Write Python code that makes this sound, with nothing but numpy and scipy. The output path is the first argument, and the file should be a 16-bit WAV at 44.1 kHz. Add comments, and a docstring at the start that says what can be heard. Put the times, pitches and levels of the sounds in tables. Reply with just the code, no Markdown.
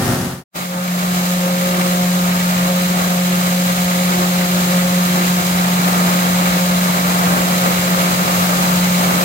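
"""A six-cylinder diesel generator runs at a steady speed in a workshop, first heard from across the room:
steady engine tones lead, over a wash of firing knocks. That view fades out; after a short silence
the microphone is right beside the radiator fan. Its blades give a strong hum with fluttering overtones,
shaped noise makes the rushing air, and engine tones and ringing knocks drone and clatter underneath."""
import sys
import numpy as np
from scipy import signal
from scipy.fft import rfft, irfft
from scipy.io import wavfile
from scipy.ndimage import uniform_filter1d

SR = 44100
rng = np.random.default_rng(int(sys.argv[2]) if len(sys.argv) > 2 else 0)


def waveform_to_disk(signal):
    """Save audio, clipped to [-1, 1], as 16-bit WAV at the path in sys.argv[1]."""
    frames = np.transpose(np.atleast_2d(signal))
    scaled = np.clip(frames, -1, 1) * 32767
    samples = np.round(scaled).astype(np.int16)
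    wavfile.write(sys.argv[1], SR, samples)


N = 407484
T, HZ = np.arange(N) / SR, np.fft.rfftfreq(N, 1 / SR)

CYCLE_HZ, BLADE_HZ = 15.0, 179.52  # full four-stroke cycles and passing fan blades per second
FAR_DB, FADE_START_S, FADE_END_S, FADE_EXPONENT = -15.5, 0.11, 0.44, 1.03  # the view across the room
CUT_IN_S = 0.5565  # the view beside the fan is at full level from here
SECOND_DB, SECOND_DRIFT_DB = -27, 4  # second blade tone: level against the hum, rms of its chance drift
DRAUGHT_DB, DRAUGHT_FOLLOW = -42.5, 2.2  # wind: level at median airflow, dB gained per dB of hiss
BAND_EDGE_HZ = 15880

# knock strength of each cylinder in firing order, relative: (level [dB])
CYLINDER_KNOCKS = [2, 4.5, 2, 2.5, 4.5, 5.5]
# engine tones across the room, before the mix: (multiple of the four-stroke cycle, level [dB])
FAR_ENGINE_TONES = [(6, -14), (9, -6.5), (11, -13.5), (12, -6), (16, -8.5), (18, -18), (24, -10), (26, -19),
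                    (34, -21.5), (36, -15.5), (52, -22), (80, -21.5), (123, -23)]
# colour of the knocks and wash in the room: (frequency [Hz], relative level [dB per Hz])
ROOM_COLOUR = [(20, -28), (60, -12), (130, -1), (220, -4.5), (330, -9), (480, -14.5), (750, -10),
               (1000, -15), (1400, -12.5), (2500, -22), (4000, -22), (6300, -23.5), (10000, -25),
               (11500, -25), (15700, -28)]
# likeness of the two ports across the room, held within -1 to 1: (frequency [Hz], likeness)
FAR_LIKENESS = [(130, 2.5), (290, 0.5), (640, 0.7), (1400, 0)]
# balance of the ports across the room: (frequency [Hz], left minus right [dB])
FAR_BALANCE = [(200, 2.4), (1200, .5), (4400, 1.8), (15000, 2.6)]

# blade hum beside the fan, before trim and dips: (time [s], level [dB])
HUM_LEVEL = [(0.56, -31.5), (0.73, -24), (1.14, -18), (1.89, -18.5), (2.03, -16), (2.42, -17), (3.58, -17),
             (3.97, -18), (4.81, -15.5), (5.39, -17), (6.82, -17), (6.99, -19.5), (7.16, -17.5),
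             (7.84, -19), (9.07, -16.5), (9.24, -22)]
# brief dips of the hum: (middle [s], half length [s], depth [dB])
HUM_DIPS = [(3.75, .025, 2), (4.475, .018, 5.5), (5.44, .03, 5), (8.27, .04, 4)]
# swells of the second blade tone: (middle [s], half length [s], lift [dB])
SECOND_SWELLS = [(1.87, 0.15, 9), (4.25, 0.35, 11), (5.15, .35, 6.5)]
# third blade tone, before trim: (time [s], level [dB])
THIRD_LEVEL = [(0.56, -44.3), (0.81, -32.5), (1.06, -43), (1.31, -28), (1.94, -28), (2.57, -38.5),
               (2.7, -27), (2.95, -34.5), (3.96, -27.5), (4.59, -33), (4.84, -28.5), (5.97, -43),
               (6.22, -33), (6.85, -32), (7.23, -46), (7.35, -30.5), (8.74, -33), (9.24, -34.5)]
# higher blade tones at median hum: (multiple of the blade rate, level [dB], lead of left [rad])
BUZZ_TONES = [(4, -36.5, 1.1), (5, -39, 2), (6, -48, 7), (7, -36, 4), (8, -42, -2), (9, -45, -1),
              (10, -41, 2), (12, -48, -1.5)]
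# air stream as the microphone moves into it, before trim: (time [s], roar level [dB], hiss level [dB])
AIR_LEVELS = [(0.56, -26.5, -28.5), (0.6, -24, -28), (0.68, -30, -30.3), (0.8, -27, -30),
              (0.92, -27.5, -26.3), (1.2, -23.5, -23.2), (1.5, -25, -24.5), (1.68, -22.5, -23),
              (2.0, -25, -23), (2.8, -23.0, -23), (3.6, -24.5, -22), (4.2, -22.0, -21.6), (4.8, -23.5, -22),
              (5.6, -20.5, -22), (6.7, -21, -21.5), (7.0, -19.5, -22), (8.4, -18.5, -21), (9.24, -21, -21)]
# colour of the low air roar: (frequency [Hz], relative level [dB per Hz])
ROAR_COLOUR = [(15, -40), (50, -17), (110, -7.5), (165, 3), (200, 0), (245, -4.5), (300, -4), (430, -7.5),
               (520, -2.5), (680, -2), (980, -4), (1280, -0.5), (1800, -10), (4000, -23)]
# colour of the high air hiss: (frequency [Hz], relative level [dB per Hz])
HISS_COLOUR = [(300, -16), (1200, -4), (2100, -1.5), (3200, 1.5), (5000, 0), (5850, -3.5), (6400, 3),
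               (7600, 0.5), (8500, -3), (9700, -6), (10150, -10), (11300, -1), (13000, -4), (15700, -5)]
# colour of the wind on the microphone: (frequency [Hz], relative level [dB per Hz])
DRAUGHT_COLOUR = [(12, -35), (30, -14), (60, -3), (90, 2.0), (140, -5), (400, -52), (1500, -90)]
# engine tones beside the fan at median airflow: (multiple of the four-stroke cycle, level [dB])
NEAR_ENGINE_TONES = [(4, -67), (6, -55), (9, -41), (11, -42), (14, -53), (16, -49.5), (18, -50.5),
                     (26, -44.5), (40, -42.5), (52, -42.5), (58, -63), (64, -54), (70, -37), (75, -48),
                     (78, -52), (80, -54), (92, -54)]
# colour of the engine clatter: (frequency [Hz], relative level [dB per Hz])
CLATTER_COLOUR = [(100, -45), (400, -38), (650, -11), (1200, 2), (1700, 3), (2250, 3), (3000, -1.5),
                  (7000, -16.5), (15000, -39)]
# peaks and dips of guard and shroud: (frequency [Hz], width [Hz], lift left [dB], lift right [dB])
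SHROUD_PEAKS = [(670, 71, 0.8, 1), (1180, 140, 3, 0), (1950, 79, -4.3, 6), (2254, 240, 3, 3.5),
                (2530, 90, -4.5, 0.5), (2736, 46, -4, 5), (3440, 220, -0.5, 0), (4010, 380, 0.5, 4.5),
                (5540, 140, -8, 4.5), (6800, 460, 1, -6), (7240, 280, 0, 3), (11600, 160, 2, 0),
                (13400, 570, 3, -8), (14300, 730, 1.5, 4.5), (15600, 500, 5.5, -6)]
# likeness of the two ports beside the fan: (frequency [Hz], likeness)
NEAR_LIKENESS = [(40, .87), (180, .82), (270, .42), (430, .3), (530, .7), (780, .48), (1000, .65),
                 (1350, .71), (1700, .48), (2300, .22), (6000, .06), (12000, .01)]
# phase between the ports beside the fan: (frequency [Hz], lead of left [rad])
NEAR_PHASE = [(290, .05), (380, -.4), (520, .65), (650, .9), (850, 2), (1100, 3.1), (1450, 3.35),
              (2000, 5.3), (2600, 7), (3200, 9.5)]
# balance of the ports beside the fan: (frequency [Hz], left minus right [dB])
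NEAR_BALANCE = [(180, 0), (600, 1.5), (1300, -0.3), (1800, 2.5), (2400, -1.5), (3600, -2), (5200, 2),
                (6500, -4), (8000, 0), (9500, 5), (15000, 1.5)]


def gain_of(db):
    """Decibels to amplitude."""
    return 10 ** (np.asarray(db) / 20)


def evened(x):
    """Scales to rms 1, over both ports together."""
    return x / np.sqrt(np.mean(x ** 2) + 1e-20)


def read(points, hz):
    """Reads a table on a log-frequency axis."""
    f, value = np.transpose(points)
    return np.interp(np.log(hz + 1), np.log(f), value)


def curves(rows):
    """Each column of a time table, sample by sample."""
    s, *columns = np.transpose(rows)
    return [np.interp(T, s, column) for column in columns]


def bumps(rows):
    """Smooth passing rises, in dB."""
    return sum(db * np.exp(-((T - s) / half) ** 2) for s, half, db in rows)


def wander(rate_hz, top_hz=60):
    """Slow chance of rms 1: noise that thins out above the rate and faster still above the top."""
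    thinning = np.sqrt(1 + (HZ / rate_hz) ** 2) * (1 + (HZ / top_hz) ** 2)
    return evened(irfft(rfft(rng.standard_normal(N)) / thinning, N))


def spin(hz):
    """Steady rotation from a random starting angle."""
    return np.exp(2j * np.pi * (hz * T + rng.random()))


def ports(pair, colour, likeness_table, balance, lead=0):
    """Colours two signals and blends them into what the two microphone ports pick up."""
    a, b = rfft(pair)
    likeness = np.clip(read(likeness_table, HZ), -1, 1)
    shared = likeness * a
    private = np.sqrt(1 - likeness ** 2) * b
    right = (shared + private) * np.exp(-1j * lead)
    half = gain_of(read(balance, HZ) / 2)
    heard = np.array([a * half, right / half]) * gain_of(read(colour, HZ))
    return evened(irfft(heard, N))


def far_drone():
    """The engine at constant speed: steady tones on multiples of its cycle, alike in both ports."""
    return np.sqrt(2) * sum(gain_of(db) * spin(k * CYCLE_HZ).real for k, db in FAR_ENGINE_TONES)


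def knocks(ring_s, fresh, uneven_db, size=1400):
    """Every firing rattles the block: each cylinder has its own ring, plus a part that is new each time."""
    cylinders = len(CYLINDER_KNOCKS)
    count = int(N / SR * CYCLE_HZ * cylinders) + 1
    own = rng.standard_normal((cylinders, 2, size))
    decay = np.exp(-np.arange(size) / SR / ring_s)
    out = np.zeros((2, N + 2 * size))
    for k in range(count):
        cylinder = k % cylinders
        at = round(k * SR / CYCLE_HZ / cylinders)
        blow = gain_of(CYLINDER_KNOCKS[cylinder] + uneven_db * rng.standard_normal())
        rattle = own[cylinder] + fresh * rng.standard_normal((2, size))
        out[:, at:at + size] += blow * decay * rattle
    return evened(out[:, :N])


def room_wash():
    """The walls smear the knocks: a long ring and equally strong steady noise share the room's colour."""
    smeared = knocks(ring_s=0.028, fresh=0.64, uneven_db=1.0) + rng.standard_normal((2, N))
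    return ports(smeared, ROOM_COLOUR, FAR_LIKENESS, FAR_BALANCE)


def far_view():
    """Across the room: drone and wash, fading to silence."""
    fade = np.clip((FADE_END_S - T) / (FADE_END_S - FADE_START_S), 0, 1) ** FADE_EXPONENT
    mix = gain_of(-2.5) * far_drone() + gain_of(-2.5) * room_wash()
    return gain_of(FAR_DB) * fade * mix


def tone(turns, hz, lead):
    """A rotation heard as a tone at the two ports beside the fan, with their balance and phase."""
    half = gain_of(read(NEAR_BALANCE, hz) / 2) * np.exp(0.5j * lead)
    return np.sqrt(2) * np.array([turns * half, turns / half]).real


def blade_tone(angle, order, flutter, lead):
    """One multiple of the blade rate; turbulent inflow makes its size and phase flutter."""
    gusts = (wander(rate_hz=7.9) + 1j * wander(rate_hz=2.2)) / np.sqrt(2)
    swing = (1 + flutter * gusts) / np.sqrt(1 + flutter ** 2)
    return tone(swing * np.exp(1j * order * angle) * spin(0), order * BLADE_HZ, lead)


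def fan_hum(angle):
    """Blades pass the shroud: a strong hum, two surging overtones and a thin buzz above."""
    (hum_db,), (third_db,) = curves(HUM_LEVEL), curves(THIRD_LEVEL)
    drift_db = SECOND_DRIFT_DB * wander(rate_hz=2.5, top_hz=5.4)
    second_db = hum_db + SECOND_DB + bumps(SECOND_SWELLS) + drift_db
    hum = gain_of(hum_db + 0.06 - bumps(HUM_DIPS)) * blade_tone(angle, order=1, flutter=0.079, lead=0.079)
    second = gain_of(second_db) * blade_tone(angle, order=2, flutter=0.58, lead=-0.81)
    third = gain_of(third_db + 1.0) * blade_tone(angle, order=3, flutter=0.46, lead=0.73)
    buzz = sum(gain_of(db) * blade_tone(angle, order=k, flutter=1.3, lead=lead)
               for k, db, lead in BUZZ_TONES)
    return hum + second + third + gain_of(hum_db - np.median(hum_db)) * buzz


def beside_fan(pair, colour):
    """Sound from inside the ringing shroud, with a phase lead between the ports for each frequency."""
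    lift_db = sum(np.outer([left, right], np.exp(-2 * ((HZ - hz) / width) ** 2))
                  for hz, width, left, right in SHROUD_PEAKS)
    heard = ports(pair, colour, NEAR_LIKENESS, NEAR_BALANCE, read(NEAR_PHASE, HZ))
    return evened(irfft(rfft(heard) * gain_of(lift_db), N))


def rushing_air(angle, colour, chop, gust_db, grain_db):
    """Turbulent air: it gusts, breaks into brief eddies and is chopped a little by each blade."""
    eddies = evened(uniform_filter1d(rng.standard_normal(N), size=130))
    turbulence = gain_of(gust_db * wander(rate_hz=3.4) + grain_db * eddies)
    pressure = (1 + chop * np.cos(angle)) * turbulence
    return beside_fan(rng.standard_normal((2, N)) * pressure, colour)


def buffeting(flow_db):
    """Lumps of moving air push on the microphone, much harder as the airflow grows."""
    lumps = rng.standard_normal((2, N)) * gain_of(4.2 * wander(rate_hz=6.5, top_hz=20))
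    push = ports(lumps, DRAUGHT_COLOUR, NEAR_LIKENESS, NEAR_BALANCE)
    return gain_of(DRAUGHT_DB + DRAUGHT_FOLLOW * flow_db) * push


def near_drone():
    """Steady engine tones on multiples of the cycle, with the port phase of each frequency."""
    out = np.zeros((2, N))
    for k, db in NEAR_ENGINE_TONES:
        hz = k * CYCLE_HZ
        out += gain_of(db) * tone(spin(hz), hz, read(NEAR_PHASE, hz))
    return out


def clatter():
    """Short-ringing knocks heard through the shroud, their level wavering by chance."""
    level_db = -30.0 + 1.7 * wander(rate_hz=7.9, top_hz=22)
    rattle = knocks(ring_s=0.014, fresh=0.82, uneven_db=2.5)
    return gain_of(level_db) * beside_fan(rattle, CLATTER_COLOUR)


def near_view():
    """Right beside the fan: hum and air on top, engine drone and clatter below, swelling with the hiss."""
    roar_db, hiss_db = curves(AIR_LEVELS)
    flow_db = hiss_db - np.median(hiss_db)
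    angle = 2 * np.pi * BLADE_HZ * T + 0.14 * wander(rate_hz=0.66)  # the belt creeps slightly
    roar = gain_of(roar_db - 0.03) * rushing_air(angle, ROAR_COLOUR, chop=0.01, gust_db=1.47, grain_db=0.6)
    hiss = gain_of(hiss_db + 0.1) * rushing_air(angle, HISS_COLOUR, chop=0.02, gust_db=0.48, grain_db=0.78)
    engine = gain_of(flow_db) * (near_drone() + clatter())
    cut_in = gain_of(np.clip(1500 * (T - CUT_IN_S), -200, 0))  # rises by 1500 dB per second
    return cut_in * (fan_hum(angle) + roar + hiss + buffeting(flow_db) + engine)


def scene():
    """The two listening places, one after the other."""
    return far_view() + near_view()


def record(dry):
    """The recorder's band limit: a steep low-pass."""
    low_pass = signal.firwin(1023, BAND_EDGE_HZ, window=("kaiser", 9), fs=SR)
    return signal.oaconvolve(dry, low_pass[None], "same")


dry = scene()
out = record(dry)
waveform_to_disk(out)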